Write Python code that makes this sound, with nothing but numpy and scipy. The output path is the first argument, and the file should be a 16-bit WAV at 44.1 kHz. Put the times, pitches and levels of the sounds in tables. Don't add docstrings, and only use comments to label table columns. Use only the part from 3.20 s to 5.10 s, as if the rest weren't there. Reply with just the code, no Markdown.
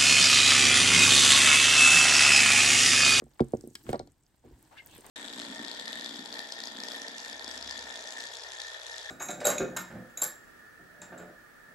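import sys
import numpy as np
from scipy import signal
from scipy.fft import rfft, irfft
from scipy.io import wavfile
from scipy.ndimage import uniform_filter1d

SR = 44100
rng = np.random.default_rng(int(sys.argv[2]) if len(sys.argv) > 2 else 0)


def to_wav(s):
    ch = np.atleast_2d(s).T
    pcm = np.round(np.clip(ch, -1, 1) * 32767)
    wavfile.write(sys.argv[1], SR, pcm.astype(np.int16))


N = 83790
TIME, BIN_HZ = np.arange(N) / SR, np.maximum(np.arange(N // 2 + 1) * SR / N, 1)
# f/Hz, level/dB
CRACKLE_SPECTRUM = [(2500, -14), (4000, -6.5), (6500, -4.5), (8600, 2.5), (10200, -17.5), (12200, -2),
                    (13800, -19), (15300, -5), (16500, -16)]


def from_db(db):
    return 10 ** (np.asarray(db) / 20)


def rms_one(x):
    return x / np.sqrt(np.mean(x ** 2) + 1e-20)


def panned(x, db):
    return x * from_db([[db / 2], [-db / 2]])


def add(out, start_s, x):
    i = max(int(start_s * SR), 0)
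    out[..., i:i + x.shape[-1]] += x[..., :max(N - i, 0)]


def curve_at(points, hz):
    freqs, values = np.transpose(points)
    return np.interp(np.log(hz), np.log(freqs), values)


def coloured(x, spectrum):
    return rms_one(irfft(rfft(x) * from_db(curve_at(spectrum, BIN_HZ)), N))


def stereo_noise(side_db):
    mid, side = rng.standard_normal((2, N))
    return rms_one(mid + from_db(side_db) * side * [[1], [-1]])


def flicker(per_s, depth_db):
    return from_db(depth_db * np.interp(TIME * per_s, np.arange(N), rng.standard_normal(N)))


def tap_response(spectrum_db):
    cepstrum = irfft(spectrum_db * np.log(10) / 20)
    half = len(cepstrum) // 2
    cepstrum[1:half] *= 2
    cepstrum[half + 1:] = 0
    return irfft(np.exp(rfft(cepstrum)))


def resonance(hz, width_hz):
    r = np.exp(-np.pi * width_hz / SR)
    return (1 - r * r) / 2 * np.array([1, 0, -1]), [1, -2 * r * np.cos(2 * np.pi * hz / SR), r * r]


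def ringing(x, modes):
    return sum(from_db(db) * signal.lfilter(*resonance(hz, np.log(1000) / np.pi / t60), x + 1e-18)
               for hz, db, t60 in modes)


def hump_db(hz, centre_hz, width_oct):
    return -10 * np.log10(1 + (np.log2(hz / centre_hz) / width_oct) ** 4)


def burst(db, spectrum_db, envelope):
    contacts = rng.standard_normal(len(envelope)) * envelope
    click = signal.fftconvolve(contacts, tap_response(spectrum_db))
    return click * from_db(db) / np.sqrt(2 * uniform_filter1d(click ** 2, size=22).max())


def room_echo(x, t60=0.27):
    t = TIME[:SR // 2]
    tail = rng.standard_normal((2, len(t))) * from_db(-60 * t / t60) * (t > .005)
    tail /= np.sqrt(np.sum(tail ** 2) / 2)
    return signal.fftconvolve(np.atleast_2d(x), tail, axes=1)[:, :N]


def out_of_step(x):
    # f/Hz, phase/rad
    phase_lead = [(60, .15), (380, .35), (700, 1.0), (1200, 2.3), (2400, 1.5), (4400, 1.15), (15000, 1.4)]
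    return irfft(rfft(x) * np.exp(.5j * curve_at(phase_lead, BIN_HZ) * [[1], [-1]]), N)


def quiet_room():
    # f/Hz, level/dB
    spectrum = [(20, -12.5), (52, 5.5), (90, -1.5), (200, -7), (450, -17.5), (1000, -21.5), (3000, -27),
                (8000, -31.5), (16000, -63)]
    return from_db(-71.5) * coloured(stereo_noise(side_db=-9.5), spectrum)


def hand_press(peak_s=1.338, width_s=0.015, hz=56):
    swell = np.exp(-((TIME - peak_s) / width_s) ** 2)
    return from_db(-48.5) * swell * np.sin(2 * np.pi * hz * TIME)


def finger_brush(peak_s=1.742, width_s=0.048):
    # f/Hz, level/dB
    spectrum = [(1500, -25), (2600, 1.5), (3400, 4), (4300, -4), (7000, -41)]
    swell = np.exp(-((TIME - peak_s) / width_s) ** 2)
    return from_db(-58.5) * swell * coloured(stereo_noise(side_db=-3), spectrum)


def crumb_pops(pitch_count=12, base_per_s=600, spread_db=11.5, sharpness=12):
    sizes = from_db(spread_db * np.minimum(rng.exponential(1, N), 2.5)) * rng.choice([-1, 1], N)
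    chance = flicker(per_s=110, depth_db=4) * base_per_s / SR
    kicks = sizes * (rng.random(N) < chance)
    kicks = kicks * from_db(rng.normal(0, 1.923, N) * [[1], [-1]])
    pitch_index = rng.integers(0, pitch_count, N)
    pops = sum(signal.lfilter(*resonance(hz, hz / sharpness), kicks * (pitch_index == k) + 1e-18)
               for k, hz in enumerate(np.geomspace(2500, 15000, pitch_count)))
    return coloured(pops, CRACKLE_SPECTRUM)


def bedding_rustle():
    # t/s, crackle level/dB, rubbing level/dB, shifting level/dB
    levels = [(0, -77, -74.5, -72.5), (.16, -75, -72, -74.5), (.38, -70, -67.5, -52),
              (0.539, -68, -80.5, -63.5), (.58, -65.5, -69, -69), (0.642, -68, -69, -61.5),
              (0.702, -54.5, -48.5, -36), (0.757, -73.5, -58, -58), (.83, -79, -71.5, -48),
              (.95, -81, -81, -76.5), (1.229, -79, -75, -78), (1.25, -76.5, -67, -53),
              (1.43, -70.5, -69, -68), (1.62, -70, -61, -76), (1.75, -60, -59.5, -61.5),
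              (1.81, -63, -60.5, -72), (1.85, -65.5, -56, -71), (1.9, -57.5, -56.5, -69)]
    # f/Hz, level/dB
    rub_spectrum = [(300, 11), (600, 9), (900, 12.5), (1250, 2.5), (1700, 7.5), (2400, -1), (3300, 0),
                    (5000, -6), (9000, -49)]
    shift_spectrum = [(30, -4.5), (60, 0.5), (130, 8.5), (200, -5.5), (310, 8.5), (500, -19.5), (800, -26),
                      (1500, -52), (4000, -68)]
    times, *columns = np.transpose(levels)
    treble, mids, lows = [from_db(np.interp(TIME, times, column)) for column in columns]
    crackle = from_db(-3) * crumb_pops()
    crackle += from_db(-1) * coloured(stereo_noise(side_db=-1.5), CRACKLE_SPECTRUM)
    grip = rms_one(flicker(per_s=130, depth_db=3.5))
    rubbing = grip * coloured(stereo_noise(side_db=-4.5), rub_spectrum)
    shifting = coloured(stereo_noise(side_db=-19.5), shift_spectrum)
    return treble * crackle + mids * rubbing + lows * shifting


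def squelch(block=64):
    # t/s, pocket f/Hz, resonance width/Hz, pocket level/dB, rasp level/dB
    pinch = [(1.509, 835, 350, -85, -97), (1.512, 800, 243, -59, -84), (1.543, 825, 267, -53, -86),
             (1.551, 1110, 596, -69, -82), (1.561, 1560, 402, -61.5, -70), (1.572, 1580, 200, -48.5, -66),
             (1.581, 2074, 50, -53, -48.5), (1.592, 2128, 30, -49, -53), (1.618, 2110, 30, -54.5, -67),
             (1.644, 2100, 50, -76, -77)]
    # f/Hz, level/dB
    rasp_spectrum = [(1000, -57), (1600, 16), (2400, -35), (2700, 18), (3300, 2), (4500, 0), (8000, -30)]
    times, *columns = np.transpose(pinch)
    hz, width_hz, pocket_db, rasp_db = [np.interp(TIME, times, column) for column in columns]
    slips = rms_one(flicker(per_s=250, depth_db=2.5)) * stereo_noise(side_db=-4)
    pocket, state = np.zeros((2, N)), np.zeros((2, 2))
    for i in range(int(times[0] * SR), int(times[-1] * SR), block):
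        drive = slips[:, i:i + block] * np.sqrt(SR / np.pi / width_hz[i])
        pocket[:, i:i + block], state = signal.lfilter(*resonance(hz[i], width_hz[i]), drive, zi=state)
    pinching = (TIME > times[0]) & (TIME < times[-1])
    rasp = from_db(rasp_db) * coloured(slips, rasp_spectrum) * pinching
    return panned(pocket * from_db(pocket_db) + rasp, db=2.5)


def wet_ticks(t60=.006):
    # t/s, level/dB, brightest f/Hz
    partings = [(.0408, -53.5, 8100), (.136, -60, 4240), (.181, -66, 7900), (0.245, -47.5, 7300),
                (.285, -49, 7600), (0.321, -47, 7800), (0.3708, -44.5, 6560), (0.393, -79, 7450),
                (0.41, -41.5, 6440), (.415, -105, 5500), (0.475, -42, 10200), (0.5523, -35, 9000),
                (.6928, -68, 8900), (0.707, -44.5, 12200), (0.7309, -54, 8550), (0.744, -63, 8550),
                (0.864, -70, 8000), (0.9197, -55, 8160), (1.036, -58, 7800), (1.065, -55.5, 5400),
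                (1.427, -49, 10900), (1.514, -76, 10000), (1.6616, -33.5, 14200), (1.672, -46, 8000),
                (1.78, -40.5, 8550), (1.8079, -44.5, 8400), (1.865, -37.5, 9000)]
    hz = np.maximum(np.fft.rfftfreq(1024, 1 / SR), 1)
    fade = from_db(-60 * TIME[:SR // 10] / t60)
    ticks = np.zeros((2, N))
    for start_s, db, bright_hz in partings:
        tick = burst(db, hump_db(hz, bright_hz, width_oct=.3), fade)
        add(ticks, start_s, panned(tick, db=.7))
    return ticks


def scoop_knocks(tail_db=-25, tail_t60=0.092):
    # t/s, level/dB, emphasis f/Hz, emphasis width/octaves, t60/s, pan/dB
    contacts = [(0.018, -53, 1300, 0.59, 0.06, 9.5), (0.1946, -28, 1500, 0.81, 0.024, 4),
                (0.2048, -36, 3780, 0.49, .014, 3), (0.2089, -47, 5360, 0.41, 0.015, 1),
                (0.5538, -30, 3960, 0.6, 0.016, 2.5), (0.666, -44.5, 1900, .9, 0.021, 6.5),
                (.6915, -37, 3500, 0.95, .03, 2.5), (0.7276, -45.5, 4150, 0.48, 0.02, 2),
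                (0.73, -32, 3000, 1.01, 0.017, 2), (0.7438, -39.5, 2570, 1.1, 0.032, -3),
                (0.7565, -46.5, 4500, 0.2, 0.018, 9), (0.7935, -36.5, 4540, 0.33, 0.0083, 5.5),
                (0.8738, -53, 5200, 0.44, 0.014, 6), (1.5138, -52, 920, 0.24, .03, 7),
                (1.584, -41, 2900, 0.19, 0.016, -1), (1.8443, -47.5, 1980, 3.6, 0.018, 10)]
    # f/Hz, level/dB
    click_spectrum = [(400, -16), (1100, 17.5), (1700, 9.5), (2300, 7.5), (2650, -3.5), (3300, 1),
                      (5000, -1.5), (6300, -6.5), (8700, 6), (10200, -15), (15500, -6.5)]
    # f/Hz, level/dB, t60/s
    modes = [(1668, 3.5, .1), (2187, 2.5, 0.086), (3175, -0.5, .07), (4660, -4.5, .12)]
    hz, t = np.maximum(np.fft.rfftfreq(1024, 1 / SR), 1), TIME[:SR // 10]
    knocks = np.zeros((2, N))
    for start_s, db, bright_hz, width_oct, t60, pan_db in contacts:
        fade = from_db(-60 * t / t60) + from_db(tail_db - 60 * t / tail_t60)
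        spectrum_db = curve_at(click_spectrum, hz) + hump_db(hz, bright_hz, width_oct)
        add(knocks, start_s, panned(burst(db, spectrum_db, fade), pan_db))
    return knocks + ringing(knocks, modes)


def tub_thuds(size=4096, travel_s_at_500_hz=0.0049, lead_s=.0026):
    # t/s, level/dB, upper edge f/Hz, lower edge f/Hz, relative ring level/dB
    blows = [(0.0207, -38, 481, 250, -9.5), (.040, -81.5, 278, 101, 41), (.066, -52, 670, 196, 5),
             (.2040, -17, 670, 230, -3), (0.2063, -12.5, 333, 200, -3.5), (0.228, -31, 450, 102, -23),
             (0.3355, -16.5, 568, 194, -4), (0.4379, -36.5, 380, 570, 3), (0.4722, -37, 337, 590, -2),
             (0.509, -50, 330, 590, 3), (0.551, -49, 370, 235, -23), (.654, -44.5, 290, 169, -18),
             (0.691, -23, 560, 176, 0.5), (.701, -39, 484, 230, 4), (0.7307, -26.5, 765, 380, 13.5),
             (0.7432, -19, 704, 306, -29), (0.7537, -28, 664, 302, -5), (0.7985, -30, 694, 423, 3.5),
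             (.874, -52.5, 700, 300, 3), (1.240, -54, 810, 255.4, -19), (1.248, -52, 550, 257.5, 13),
             (1.261, -51.5, 550, 256, -23), (1.31, -51, 450, 175, -2), (1.38, -58, 400, 220, 1.5),
             (1.785, -44, 450, 277, -19)]
    # delay/s, level/dB
    wall_echoes = [(.0042, -14.5), (.0085, -11), (0.0136, -8.5)]
    # f/Hz, level/dB, t60/s
    modes = [(54, 12.5, 0.15), (132, 7, 0.19), (230, 2, 0.138), (358.6, 1.5, 0.13), (450, -5.5, 0.16),
             (560, -6.5, 0.15), (650, -25, .13), (757.7, 2.5, 0.065), (997, -14, 0.26), (1147, 6, .13),
             (1397, 11.5, 0.065)]
    hz = np.maximum(np.fft.rfftfreq(size, 1 / SR), 1)
    travel = np.exp(-4j * np.pi * travel_s_at_500_hz * np.sqrt(500 * hz))
    direct, drive = np.zeros((2, N))
    for time_s, db, upper_hz, lower_hz, ring_db in blows:
        treble_cut = 1 / np.sqrt(1 + (hz / upper_hz) ** 10)
        bass_cut = hz ** 2 / (hz ** 2 + lower_hz ** 2)
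        wave = irfft(treble_cut * bass_cut * travel) * signal.windows.tukey(size, .03)
        wave *= from_db(db) / np.abs(wave).max()
        start_s = time_s - lead_s
        add(direct, start_s, wave)
        for delay_s, echo_db in wall_echoes:
            add(direct, start_s + delay_s, wave * from_db(echo_db))
        add(drive, start_s, wave * from_db(ring_db))
    return direct + ringing(drive, modes)


def scene():
    thuds = tub_thuds()
    thuds = panned(thuds, db=-2) + from_db(-25) * room_echo(thuds)
    clicks = scoop_knocks() + wet_ticks()
    clicks += from_db(-17.5) * room_echo(clicks)
    pile = bedding_rustle() + finger_brush() + hand_press() + squelch()
    return out_of_step(thuds + clicks) + pile + quiet_room()


def record(dry):
    return signal.sosfilt(signal.ellip(10, .2, 80, 16400, fs=SR, output="sos"), dry)


dry = scene()
out = record(dry)
to_wav(out)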